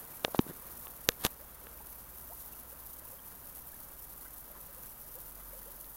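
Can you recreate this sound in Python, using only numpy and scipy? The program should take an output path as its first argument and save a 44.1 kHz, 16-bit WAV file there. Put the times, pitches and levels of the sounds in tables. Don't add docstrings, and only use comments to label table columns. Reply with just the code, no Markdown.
import sys
import numpy as np
from scipy.fft import rfft, irfft, next_fast_len
from scipy.io import wavfile
from scipy.ndimage import map_coordinates

SR = 44100
rng = np.random.default_rng(int(sys.argv[2]) if len(sys.argv) > 2 else 0)


def generate_wav(signal):
    frames = np.transpose(np.atleast_2d(signal))
    scaled = np.clip(frames, -1, 1) * 32767
    pcm = np.round(scaled).astype(np.int16)
    wavfile.write(sys.argv[1], SR, pcm)


N = 262836

# time_s, level_db
FLOW_LEVEL = [(0.0, -58), (1.78, -61), (4.23, -61.5), (5.06, -61.5), (5.96, -62)]
# frequency_hz, level_db
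WASH_SPECTRUM = [(60, -20), (100, 0.5), (150, -1.5), (260, -2), (400, -5.5), (560, -3.5), (730, -6.5),
                 (980, -3), (1500, -7.5), (2300, -16), (4500, -20), (8000, -21.5)]
# start_s, middle_pitch_hz, level_db
RISING_BUBBLES = [(0.849, 1060, -50), (1.396, 569, -52.5), (1.785, 2560, -56), (1.797, 890, -50),
                  (2.295, 686, -47.5), (2.316, 965, -48.5), (2.529, 2800, -57.5), (2.714, 560, -49.5),
                  (3.015, 628, -53), (3.050, 1040, -52), (3.114, 525, -55.5), (3.187, 3130, -59),
                  (3.726, 1700, -54.5), (4.250, 1510, -52), (4.26, 2020, -58), (4.490, 577, -53.5),
                  (4.544, 1040, -52.5), (4.566, 1760, -58), (4.684, 555, -55), (4.756, 522, -54),
                  (5.148, 516, -49.5), (5.520, 592, -49.5), (5.548, 525, -52.5), (5.655, 528, -50)]
# frequency_hz, level_db
SIZZLE_SPECTRUM = [(1500, -43), (3000, -20), (4600, -18), (6000, -13), (7400, -14), (9000, -8),
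                   (10500, -3.5), (11900, 1.5), (14500, 1), (15800, -2.5)]
# start_s, level_db, pitch_hz, t60_s
CLOSE_POPS = [(3.487, -42, 11100, 0.008), (3.744, -42.5, 11700, 0.021), (4.220, -44, 12500, 0.004),
              (4.382, -45, 9500, 0.018), (5.619, -44, 14000, 0.0082), (5.844, -55, 4010, 0.02)]
# start_s, click_db, brightness_hz, thump_db, thump_pitch_hz
FINGER_KNOCKS = [(0.2482, -12.5, 3740, -18, 600), (0.2810, -48, 1200, -29.5, 550),
                 (0.3469, -44, 900, -19, 680), (0.3909, -19.5, 3080, -16.5, 870),
                 (0.3922, -27, 5500, -11, 234), (0.465, -52, 1500, -36, 280), (0.498, -52, 1200, -34, 229),
                 (0.5097, -52, 1200, -35.5, 340), (0.8703, -36, 2770, -41, 700),
                 (1.089, -7, 18000, -24.5, 455), (1.12, -40, 7000, -70, 500), (1.25, -13, 17800, -35, 387),
                 (1.2647, -19.5, 18000, -26.5, 830), (1.6690, -34, 1960, -48, 600)]
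# pitch_hz, level_db, t60_s
SHELL_MODES = [(486, -21, 0.036), (1220, -16, 0.013), (1693, -8, 0.0079), (2710, -3.5, 0.0044),
               (3580, -0.5, 0.0037), (6200, 2, 0.0015), (12240, -3.5, 0.0019), (14700, -0.5, 0.0013)]
# start_s, level_db
GRIP_JOLTS = [(1.089, -23), (1.2503, -18)]
# start_s, length_s, level_db, brightness_hz
FINGER_RUBS = [(0.242, 0.011, -31.5, 4500), (0.341, 0.025, -41, 8000), (0.468, 0.05, -41, 900),
               (1.194, 0.09, -46.5, 14100), (1.235, 0.035, -29.5, 20000)]
# frequency_hz, level_db
RUB_SPECTRUM = [(40, -13), (150, 2.5), (400, -3.5), (900, -5.5), (1600, -5.5), (2300, -14.5), (3800, -9),
                (6200, -15.5), (8000, -13), (12000, -3.5), (16000, -23)]
# start_s, attack_s, hold_s, release_s, start_pitch_hz, level_db
LOW_HUMS = [(-1.22, 3.46, .7, 2.75, 65.2, -60.5), (0.0, 0.98, 1.5, 0.76, 48.5, -64),
            (3, 1.06, 2.2, .5, 46.6, -61)]
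# time_s, pitch_hz
WHISTLE_PITCH = [(0.10, 10950), (0.22, 10650), (0.36, 10100), (0.46, 10440), (0.53, 10050), (0.61, 10700),
                 (0.80, 10150)]
# frequency_hz, level_db
RUMBLE_SPECTRUM = [(15, 6.5), (40, 2), (90, -5.5), (140, -2.5), (300, -40), (1000, -74)]


def water():
    wash_db, gurgle_db, tinkle_db = 3, -6.5, -18
    wash = coloured(rng.standard_normal(N), WASH_SPECTRUM)
    wash *= amp(wash_db + 0.65 * wobble(32) + 0.35 * wobble(5.38))
    gurgle = tiny_bubbles(count=1200, centre_hz=949.4, cycles=12, rise=0.21, spread_db=3)
    tinkle = tiny_bubbles(count=400, centre_hz=5720, cycles=37.5, rise=0.124, spread_db=3.5)
    return amp(curve(FLOW_LEVEL)) * (wash + amp(gurgle_db) * gurgle + amp(tinkle_db) * tinkle)


def tiny_bubbles(count, centre_hz, cycles, rise, spread_db):
    t = np.arange(SR // 40) / SR
    starts = rng.integers(0, N, (count, 1))
    pitch, strength = np.clip(rng.standard_normal((count, 2)), -2, 2).T[:, :, None]
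    hz = centre_hz * 2 ** (0.701 * pitch)
    age = t * hz / cycles
    envelope = amp(spread_db * strength) * age * np.exp(-4 * age)
    tones = envelope * np.sin(2 * np.pi * hz * t * (1 + rise * age / 2))
    positions = starts + np.arange(len(t))
    return unit(np.bincount(positions.ravel(), tones.ravel(), minlength=N)[:N])


def blips():
    rise_oct_per_s = 8.7
    out = np.zeros(N)
    quiver, flutter_db = 1 + 0.038 * wobble(260), 2.5 * wobble(140)
    for start_s, middle_hz, db in RISING_BUBBLES:
        length_s = 0.045 * (500 / middle_hz) ** 0.57
        progress = np.linspace(0, 1, int(length_s * SR))
        now = round(start_s * SR) + np.arange(len(progress))
        hz = middle_hz * 2 ** (rise_oct_per_s * length_s * (progress - 0.5)) * quiver[now]
        envelope = np.sin(np.pi * progress) * (1 - progress / 2)
        add(out, start_s, amp(db + flutter_db[now]) * envelope * sine(hz))
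    return out


def sizzle():
    lull_at_s, lull_width_s, lull_depth_db = 1.48, 0.14, 4
    lull_db = lull_depth_db * np.exp(-((np.arange(N) / SR - lull_at_s) / lull_width_s) ** 2)
    flow_db = curve(FLOW_LEVEL)
    level_db = -48 + 0.25 * (flow_db - flow_db.mean()) - lull_db
    fizz = crackle(N, per_s=5000, spread_db=5) + 0.5 * rng.standard_normal(N)
    ticks = 0.42 * crackle(N, per_s=150, spread_db=3.5)
    bursts = coloured(fizz + ticks, SIZZLE_SPECTRUM)
    coarse = filtered(bursts, lambda hz: 1 / (1 + (hz / 11000) ** 12))
    fine = bursts - coarse
    fluttering = coarse * amp(0.8 * wobble(60)) + fine * amp(0.46 * wobble(70))
    flurries_db = 0.62 * np.tanh(wobble(34)) + 3 * np.tanh(wobble(85)) + 0.91 * wobble(240)
    return amp(level_db) * unit(fluttering * amp(flurries_db))


def pops():
    out, t = np.zeros(N), np.arange(SR // 20) / SR
    for start_s, db, hz, t60_s in CLOSE_POPS:
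        spit = coloured(rng.standard_normal(len(t)), [(hz / 2, -22), (hz, 0), (hz * 2, -35)])
        add(out, start_s, amp(db - 60 * t / t60_s) * spit)
    return out


def knocks():
    rise_cycles, after_ring_cycles = 0.41, 1.3
    out, t = np.zeros(N), np.arange(SR // 20) / SR
    for start_s, click_db, bright_hz, thump_db, thump_hz in FINGER_KNOCKS:
        click = np.zeros(len(t))
        for k, (hz, db, t60_s) in enumerate(SHELL_MODES):
            fingertip_spring = 1 / np.hypot(1 - (hz / bright_hz) ** 2, 0.89 * hz / bright_hz)
            decay = amp(db + rng.normal(0, 0.42) - 60 * t / t60_s)
            click += (-1) ** k * fingertip_spring * decay * np.sin(2 * np.pi * hz * t)
        age = t * thump_hz / rise_cycles
        punch = age ** 2 * np.exp(2 - 2 * age)
        after_ring = amp(-16) * np.tanh(age) * np.exp(-t * thump_hz / after_ring_cycles)
        thump = (punch + after_ring) * np.sin(2 * np.pi * thump_hz * t)
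        add(out, start_s, amp(click_db) * click + amp(thump_db) * thump)
    return out


def jolts():
    rise_s = 0.00044
    out, age = np.zeros(N), np.arange(SR // 20) / SR / rise_s
    for start_s, db in GRIP_JOLTS:
        add(out, start_s, amp(db) * age * np.exp(1 - age))
    return out


def rubs():
    out = np.zeros(N)
    for start_s, length_s, db, bright_hz in FINGER_RUBS:
        slips = coloured(crackle(SR // 8, per_s=7000, spread_db=6.5), RUB_SPECTRUM)
        slips = filtered(slips, lambda hz: 1 / np.hypot(1, hz / bright_hz))[:int(length_s * SR)]
        progress = np.linspace(0, 1, len(slips))
        stroke = np.abs(np.sin(np.pi * progress ** 1.4)) ** 0.5
        add(out, start_s, amp(db) * stroke * slips)
    return out


def hums():
    sag_hz_per_s, waver_hz = 0.5, 0.6
    out = np.zeros(N)
    for start_s, attack_s, hold_s, release_s, start_hz, db in LOW_HUMS:
        t = np.arange(N) / SR - start_s
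        envelope = amp(db + 2.05 * wobble(4)) * swell(t, attack_s, hold_s, release_s)
        hz = start_hz - sag_hz_per_s * t + waver_hz * wobble(6)
        out += envelope * np.sqrt(2) * sine(hz)
    return out


def whistle():
    start_s, end_s, fade_s = WHISTLE_PITCH[0][0], WHISTLE_PITCH[-1][0], 0.05
    envelope = swell(np.arange(N) / SR - start_s, fade_s, end_s - start_s - 2 * fade_s, fade_s)
    level_db = -65 + 2 * wobble(27.7)
    hz = curve(WHISTLE_PITCH) + 30 * wobble(130)
    return amp(level_db) * envelope * np.sqrt(2) * sine(hz)


def rumble():
    return amp(-65) * coloured(rng.standard_normal(N), RUMBLE_SPECTRUM)


def amp(db):
    return 10 ** (np.asarray(db) / 20)


def unit(x):
    return x / np.sqrt(np.mean(x ** 2) + 1e-20)


def sine(hz):
    return np.sin(2 * np.pi * np.cumsum(hz) / SR)


def curve(points):
    return np.interp(np.arange(N) / SR, *np.transpose(points))


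def swell(t, attack, hold, release):
    return np.clip(np.minimum(t / attack, 1 - (t - attack - hold) / release), 0, 1)


def wobble(per_s):
    return map_coordinates(rng.standard_normal(int(N * per_s / SR) + 4), [np.arange(N) * per_s / SR])


def crackle(size, per_s, spread_db):
    chance, strength, sign = rng.random(size), rng.standard_normal(size), rng.choice([-1, 1], size)
    return unit((chance < per_s / SR) * sign * amp(spread_db * np.clip(strength, -2.5, 2.5)))


def filtered(x, response):
    size = next_fast_len(len(x) + 8192)
    return irfft(rfft(x, size) * response(np.fft.rfftfreq(size, 1 / SR)), size)[:len(x)]


def coloured(x, spectrum):
    points_hz, db = np.transpose(spectrum)
    return unit(filtered(x, lambda hz: amp(np.interp(np.log(hz + 1), np.log(points_hz), db))))


def add(track, start_s, sound):
    part = track[max(round(start_s * SR), 0):][:len(sound)]
    part += sound[:len(part)]


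def scene():
    low_cut_hz = 35
    handling = filtered(knocks() + jolts() + rubs(), lambda hz: 1j * hz / (low_cut_hz + 1j * hz))
    pool = water() + sizzle() + blips() + pops()
    return (pool + handling + hums() + whistle() + rumble())[None]


def record(dry):
    top_hz = 15850
    return np.array([filtered(channel, lambda hz: hz < top_hz) for channel in dry])


dry = scene()
out = record(dry)
generate_wav(out)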